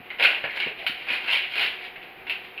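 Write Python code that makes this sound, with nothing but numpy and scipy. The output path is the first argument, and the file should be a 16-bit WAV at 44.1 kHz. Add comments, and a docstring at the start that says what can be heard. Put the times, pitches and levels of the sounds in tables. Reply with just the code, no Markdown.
"""A plastic and paper pouch is peeled open by hand over a table in a small, hard-walled room.
Each pull is a swarm of tiny clicks, the buckles in the film, that also ring its small facets.
Single creases snap and ring briefly, fingers rub softly, and the slack sheet flaps with dull, damped swings.
The room adds echoes and a short tail; ventilation noise, low drones and a faint electrical whine lie below."""
import sys
import numpy as np
from scipy import signal
from scipy.fft import rfft, irfft, next_fast_len
from scipy.io import wavfile
from scipy.ndimage import uniform_filter1d

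SR = 44100
rng = np.random.default_rng(int(sys.argv[2]) if len(sys.argv) > 2 else 0)


def store_pcm(level_fs):
    """Save levels as 16-bit WAV."""
    pcm = np.round(np.clip(level_fs, -1, 1) * 32767).astype(np.int16)
    wavfile.write(sys.argv[1], SR, np.atleast_2d(pcm).T)


N = 114660
TIME = np.arange(N) / SR   # seconds

# colour that the film gives to buckles and cracks: (frequency [Hz], relative level [dB])
FILM_COLOUR = [(60, -63), (200, -21.5), (380, -20.5), (560, -13), (950, -14.5), (1200, -21), (1480, -7.5),
               (1800, -8.5), (2250, 1), (2750, 1), (3150, -2.5), (3450, -10.5), (4100, -11), (5000, -25.5),
               (5700, -47.5), (7000, -34.5), (8500, -33.5), (10300, -32.5), (12000, -42), (15000, -35),
               (16000, -52)]

BUCKLES_PER_S, SIZE_SPREAD_DB, EVEN_OVER_S = 1100, 5, 0.018
FACET_LOW_HZ, FACET_HIGH_HZ, FACET_CYCLES, FACET_DB = 1944, 3260, 45, -4
BASS_HZ, TREBLE_HZ = 1760, 3400   # where the film sound is split into three bands
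HANDLING_DB = -52.5   # steady light rustle under the pulls
SNAP_T60_S, SNAP_RING_DB, SNAP_CRACK_DB = 0.01, 8.98, 24
CRACK_LOW_CUT_HZ = 620
CRACK_TOP_HZ, CRACK_TOP_DB = 8500, 5.5   # extra sparkle of a crisp crack
FLAP_T60_S, FLAP_PUSH_S = 0.014, 0.0015
THUD_HZ, THUD_T60_S = 124, 0.013
RUB_T60_S = 0.019
TURN_S = 0.008   # time in which the film turns to face another way
ECHO_SHIFT = 0.3077   # largest random change of an echo delay, as a fraction
DIRECT_DB, ROOM_DB, FLAP_ROOM_DB, ROOM_BUILD_S = -5.5, -3.5, -6, 0.0017
LOW_CUT_HZ = 113
AIR_DB, AIR_WAVER_DB, DRONE_T60_S = -47, 0.8, 0.18
WHINE_HZ, WHINE_DB, WHINE_WANDER_HZ = 13418, -67, 6
CUTOFF_HZ = 15900


def from_db(db):
    """Turn decibels into gain."""
    return 10 ** (np.asarray(db) / 20)


def rms_one(x):
    """Scale to unit power."""
    return x / np.sqrt(np.mean(x ** 2) + 1e-20)


def at_hz(points, hz):
    """Read a table on a log-frequency axis."""
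    table_hz, value = np.transpose(points)
    return np.interp(np.log(np.maximum(hz, 1)), np.log(table_hz), value)


def colour(x, spectrum):
    """Shape the spectrum with a filter of unit power gain that never acts ahead of its input."""
    size = 2 * next_fast_len(N)
    gain = rms_one(from_db(at_hz(spectrum, np.fft.rfftfreq(size, 1 / SR))))
    # folding the cepstrum gives the minimum-phase version of this gain
    cepstrum = irfft(np.log(gain))
    cepstrum[1:size // 2] *= 2
    cepstrum[size // 2 + 1:] = 0
    return irfft(rfft(x, size) * np.exp(rfft(cepstrum)))[:N]


def butter(x, hz, kind, order=2):
    """Apply a Butterworth filter."""
    return signal.sosfilt(signal.butter(order, hz, kind, fs=SR, output="sos"), x + 1e-18)


def both_ways(x, hz, kind):
    """Filter forwards and backwards, so that the bands stay aligned in time."""
    backwards = butter(x, hz, kind)[::-1]
    return butter(backwards, hz, kind)[::-1]


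def ring(clicks, hz, t60):
    """Let each unit click start a decaying sine of height 1, as in a struck resonance."""
    r = np.exp(-np.log(1000) / (t60 * SR))
    w = 2 * np.pi * hz / SR
    return signal.lfilter([0, np.sin(w)], [1, -2 * r * np.cos(w), r * r], clicks + 1e-18)


def click(s):
    """Make one unit click at a given second."""
    return signal.unit_impulse(N, int(np.clip(s * SR, 0, N - 1)))


def crumples():
    """Each pull makes the stream of buckles swell and let go, with its own share of treble and bass."""
    # (time of the peak [s], level [dB], rise [s], fall [s], treble against middle [dB], bass against middle [dB])
    pulls = [(0.111, -33.5, 0.021, 0.017, -21, 4), (0.204, -18.5, 0.014, 0.011, 0, 6.5),
             (0.229, -13.5, 0.0071, 0.011, 3.5, 0), (0.25, -18, 0.013, 0.0085, 6, 5),
             (0.305, -32, .03, 0.068, 2.5, 9.5), (0.445, -27.5, 0.0097, 0.01, -3, 10.5),
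             (0.512, -33, 0.023, 0.034, -1, -4), (0.573, -30.5, 0.03, 0.014, 5, 8),
             (0.603, -21, 0.011, 0.011, -1, -2.5), (0.631, -24.5, 0.01, 0.02, -9, -4.5),
             (0.685, -32.5, 0.045, 0.0096, -1, 8), (0.801, -31, 0.043, 0.042, -6, -7.5),
             (0.871, -30, 0.0059, 0.018, 12, -6), (0.915, -36, .02, 0.014, 0, -13),
             (1.012, -32.5, 0.088, 0.038, -4.5, -8), (1.107, -25, 0.037, 0.028, 2, 8),
             (1.135, -34, 0.042, 0.026, 10.5, -6), (1.18, -39, 0.025, 0.083, 4, 8),
             (1.287, -28, 0.013, 0.036, -3, 6.5), (1.255, -36, 0.037, .02, 5.5, 10),
             (1.335, -21.5, 0.051, 0.017, 7.5, 2), (1.356, -22, 0.045, 0.069, -6, -25),
             (1.445, -27.5, 0.036, 0.024, -16, -14), (1.604, -24, 0.083, 0.037, 6, 4.5),
             (1.631, -21.5, 0.025, 0.04, 1, -1.5), (1.72, -37.5, .02, .07, -8, 0),
             (1.85, -36, 0.086, 0.018, 3, 3), (1.962, -37.5, 0.013, 0.012, -10, 4.5),
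             (2.025, -41.5, 0.017, 0.035, -6, 6.5), (2.272, -33.5, 0.0048, 0.0072, 0, 12),
             (2.305, -32, 0.014, 0.032, 0, 3.5), (2.444, -41, 0.026, .04, 0.5, -8)]
    stream = buckles()
    bass = both_ways(stream, BASS_HZ, "low")
    treble = both_ways(stream, TREBLE_HZ, "high")
    middle = stream - bass - treble
    power = from_db(HANDLING_DB) ** 2
    for s, db, rise, fall, treble_db, bass_db in pulls:
        band_power = from_db([db + bass_db, db, db + treble_db]) ** 2
        power = power + np.outer(band_power, swell(s, rise, fall))
    return np.sum(np.sqrt(power) * [bass, middle, treble], axis=0)


def buckles():
    """Uneven random clicks of the film, each also ringing one small facet, evened to a steady power."""
    born = rng.random(N) < BUCKLES_PER_S / SR
    sizes = from_db(SIZE_SPREAD_DB * np.minimum(rng.exponential(1, N), 4))
    clicks = born * sizes * rng.choice([-1, 1], N)
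    pitches = np.geomspace(FACET_LOW_HZ, FACET_HIGH_HZ, 20)
    dealt = rng.integers(0, len(pitches), N)   # which facet a click rings
    facets = sum(ring(clicks * (dealt == k), hz, FACET_CYCLES / hz) for k, hz in enumerate(pitches))
    stream = colour(rms_one(clicks), FILM_COLOUR) + from_db(FACET_DB) * rms_one(facets)
    local_power = np.abs(uniform_filter1d(stream ** 2, int(EVEN_OVER_S * SR)))
    return stream / np.sqrt(local_power + 1e-3)


def swell(s, rise, fall):
    """Power of one pull: a steep build-up to its peak, then an exponential release."""
    before = np.maximum(s - TIME, 0) / rise
    after = np.maximum(TIME - s, 0) / fall
    return np.exp(-np.minimum(before ** 2 + 2 * before + 2 * after, 20))


def snaps():
    """A crease flips with a crack, crisp or dull, and a short ring at its own pitch."""
    # (time [s], relative level [dB], ring pitch [Hz], extra crack level [dB], top of the crack [Hz])
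    creases = [(0.104, -25.5, 2130, -4, 2980), (0.226, -13, 2620, -3, 12000), (0.246, -15, 1520, -4, 5000),
               (0.252, -6, 2530, -16.5, 9100), (0.267, -11, 2750, -14, 6000), (0.273, -18, 2690, -27, 5000),
               (0.347, -19.5, 2710, -24, 4030), (0.44, -23.5, 1810, 0, 3200), (0.452, -25, 2240, -19, 3020),
               (0.497, -22.5, 2140, -32, 4000), (0.566, -38, 2560, -7, 12000),
               (0.624, -19.5, 2280, -8, 5000), (0.672, -27.5, 2650, -9, 4000),
               (0.789, -46, 2780, -3, 15000), (0.8656, -20.5, 1530, 2, 16000),
               (0.8691, -21, 2960, -7, 12000), (1.086, -19, 2460, -20, 8000), (1.094, -25, 2250, -8, 8000),
               (1.135, -19, 2440, -7, 8000), (1.177, -27, 2440, -17, 4000), (1.26, -28, 1620, -3, 5000),
               (1.279, -19.5, 2620, -13, 12000), (1.282, -21, 2700, -4, 9000),
               (1.327, -23.5, 2660, -6, 10000), (1.353, -19, 2470, -3.5, 11900),
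               (1.581, -23.5, 2550, -1, 12000), (1.62, -23, 2960, -3, 14000), (1.843, -36, 2380, -5, 12000),
               (1.958, -33.5, 1930, -8, 4000), (2.272, -38, 3400, -7, 6000),
               (2.278, -27.5, 2700, -23, 5000), (2.297, -21.5, 2640, -0.5, 17000),
               (2.303, -26, 2680, -2, 16000), (2.322, -23, 2790, -25, 6000), (2.578, -24, 2600, -11, 5000),
               (2.586, -46, 2570, -14, 4000)]
    cracks, rings = np.zeros(N), np.zeros(N)
    for s, db, hz, crack_db, sharp_hz in creases:
        cracks += from_db(db + crack_db + SNAP_CRACK_DB) * butter(click(s), sharp_hz, "low")
        ringing = ring(click(s), hz, SNAP_T60_S)
        rings += from_db(db + SNAP_RING_DB) * butter(ringing, [hz * 0.88, hz * 1.187], "band")
    sparkle = from_db(CRACK_TOP_DB) * butter(cracks, CRACK_TOP_HZ, "high", order=4)
    cracks = butter(cracks, CRACK_LOW_CUT_HZ, "high") + sparkle
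    return colour(cracks, FILM_COLOUR) + rings


def flaps():
    """A push on the slack sheet gives a hollow pop over a low thud."""
    # (time [s], level [dB], pop pitch [Hz], thud against the pop [dB])
    pushes = [(0.002, -38.5, 230, 6), (0.201, -26.5, 543, -25), (0.232, -29.5, 334, -6),
              (0.247, -19, 620, -18.5), (0.440, -20.5, 578, -7), (0.664, -28, 278, -3),
              (0.67, -21.5, 434, -8.5), (0.896, -31.5, 240, 0), (1.114, -32, 328, -13),
              (1.648, -32, 410, -15)]
    total = np.zeros(N)
    for s, db, hz, thud_db in pushes:
        thud = from_db(thud_db) * pop(s, THUD_HZ, THUD_T60_S)
        total += from_db(db) * (pop(s, hz, FLAP_T60_S) + thud)
    return total


def pop(s, hz, t60):
    """A damped swing that a soft push sets going."""
    age = np.maximum(TIME - s, 0)
    push = 1 - np.exp(-age / FLAP_PUSH_S)
    decay = np.exp(-np.minimum(np.log(1000) * age / t60, 20))
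    return 2 * np.sin(2 * np.pi * hz * age) * push * decay


def rubs():
    """Fingers drag on the film: friction noise excites one broad, hollow resonance of the pouch."""
    # (time of the middle [s], level [dB], time from the middle to 1/e of the height [s], pitch [Hz])
    drags = [(0.206, -37.5, 0.014, 545), (0.83, -43.5, 0.041, 710)]
    total = np.zeros(N)
    for s, db, length, hz in drags:
        stroke = np.exp(-np.minimum(((TIME - s) / length) ** 2, 20))
        friction = ring(rng.standard_normal(N), hz, RUB_T60_S)
        total += from_db(db) * stroke * rms_one(butter(friction, hz / 2, "high"))
    return total


def moving_in_room(x, wet_db, count):
    """The film keeps changing shape, so its sound fades in turn between different paths into the room."""
    turn = TIME / TURN_S
    total = np.zeros(N)
    for k in range(count):
        distance = np.abs((turn - k + count / 2) % count - count / 2)   # turns away from path k
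        share = np.cos(np.pi / 2 * np.minimum(distance, 1)) ** 2
        total += reflections(x * np.sqrt(share), wet_db)
    return total


def reflections(x, wet_db):
    """First echoes from table and walls, and a diffuse noise tail that dies band by band."""
    # first echoes: (delay before a random change [s], level against the tail [dB])
    first_echoes = [(.0033, -8.5), (.0065, -9.5), (.0098, -10)]
    # time for the tail to fall by 60 dB: (frequency [Hz], time [s])
    tail_t60 = [(150, .25), (700, 0.41), (2500, 0.38), (5000, 0.29), (12000, 0.35)]
    age = TIME[:N // 4]
    edges = np.geomspace(60, 18000, 10)   # band limits in Hz
    white = rng.standard_normal((2, len(age)))
    tail = np.zeros(len(age))
    for k, (lo, hi) in enumerate(zip(edges, edges[1:])):
        decay = np.exp(-np.log(1000) * age / at_hz(tail_t60, np.sqrt(lo * hi)))
        tail += butter(white[k % 2], [lo, hi], "band") * decay   # neighbouring bands use separate noise
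    tail *= 1 - np.exp(-age / ROOM_BUILD_S)
    response = from_db(wet_db) * tail / np.linalg.norm(tail)
    for delay, db in first_echoes:
        shifted = delay * (1 + ECHO_SHIFT * rng.uniform(-1, 1))
        response[int(abs(shifted) * SR)] += from_db(wet_db + db)
    return signal.fftconvolve(x, response)[:N]


def background():
    """Ventilation noise with narrow drones, and a thin, slightly unsteady electrical whine."""
    # ventilation and hiss: (frequency [Hz], relative level [dB])
    air_colour = [(25, -9.5), (60, -9), (130, -8), (220, -6), (380, -3.5), (500, -3.5), (620, -5.5),
                  (780, -3.5), (900, -6), (1250, -7), (2500, -0.5), (3600, -16.5), (5600, -35),
                  (8300, -34.5), (10500, -31), (15500, -39)]
    # narrow drones of the ventilation: (frequency [Hz], level [dB])
    drone_tones = [(375, -57.5), (484, -62.5), (724, -57), (772, -58.5)]
    waver, wander = (rms_one(butter(rng.standard_normal(N), 15, "low")) for _ in range(2))
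    air = from_db(AIR_DB + AIR_WAVER_DB * waver) * colour(rng.standard_normal(N), air_colour)
    drones = np.zeros(N)
    for hz, db in drone_tones:
        settled = ring(rng.standard_normal(N + SR), hz, DRONE_T60_S)[SR:]   # skip the build-up
        drones += from_db(db) * rms_one(settled)
    cycles = np.cumsum(WHINE_HZ + WHINE_WANDER_HZ * wander) / SR
    whine = np.sqrt(2) * np.sin(2 * np.pi * cycles)
    return air + drones + from_db(WHINE_DB) * whine


def scene():
    """The pouch, heard directly and through the room, over the background."""
    film = crumples() + snaps()
    sheet = flaps() + rubs()
    near = from_db(DIRECT_DB) * film + sheet
    room = moving_in_room(film, wet_db=ROOM_DB, count=6) + reflections(sheet, wet_db=FLAP_ROOM_DB)
    return (butter(near + room, LOW_CUT_HZ, "high") + background())[None]


def record(dry):
    """The microphone has two dips in the treble, and a steep filter cuts the very top."""
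    # dips in the microphone's response: (frequency [Hz], width [Hz])
    dips = [(6010, 960), (8030, 3300)]
    for hz, width_hz in dips:
        dry = signal.lfilter(*signal.iirnotch(hz, hz / width_hz, fs=SR), dry)
    return signal.sosfilt(signal.ellip(10, 0.1, 70, CUTOFF_HZ, fs=SR, output="sos"), dry)


dry = scene()
out = record(dry)
store_pcm(out)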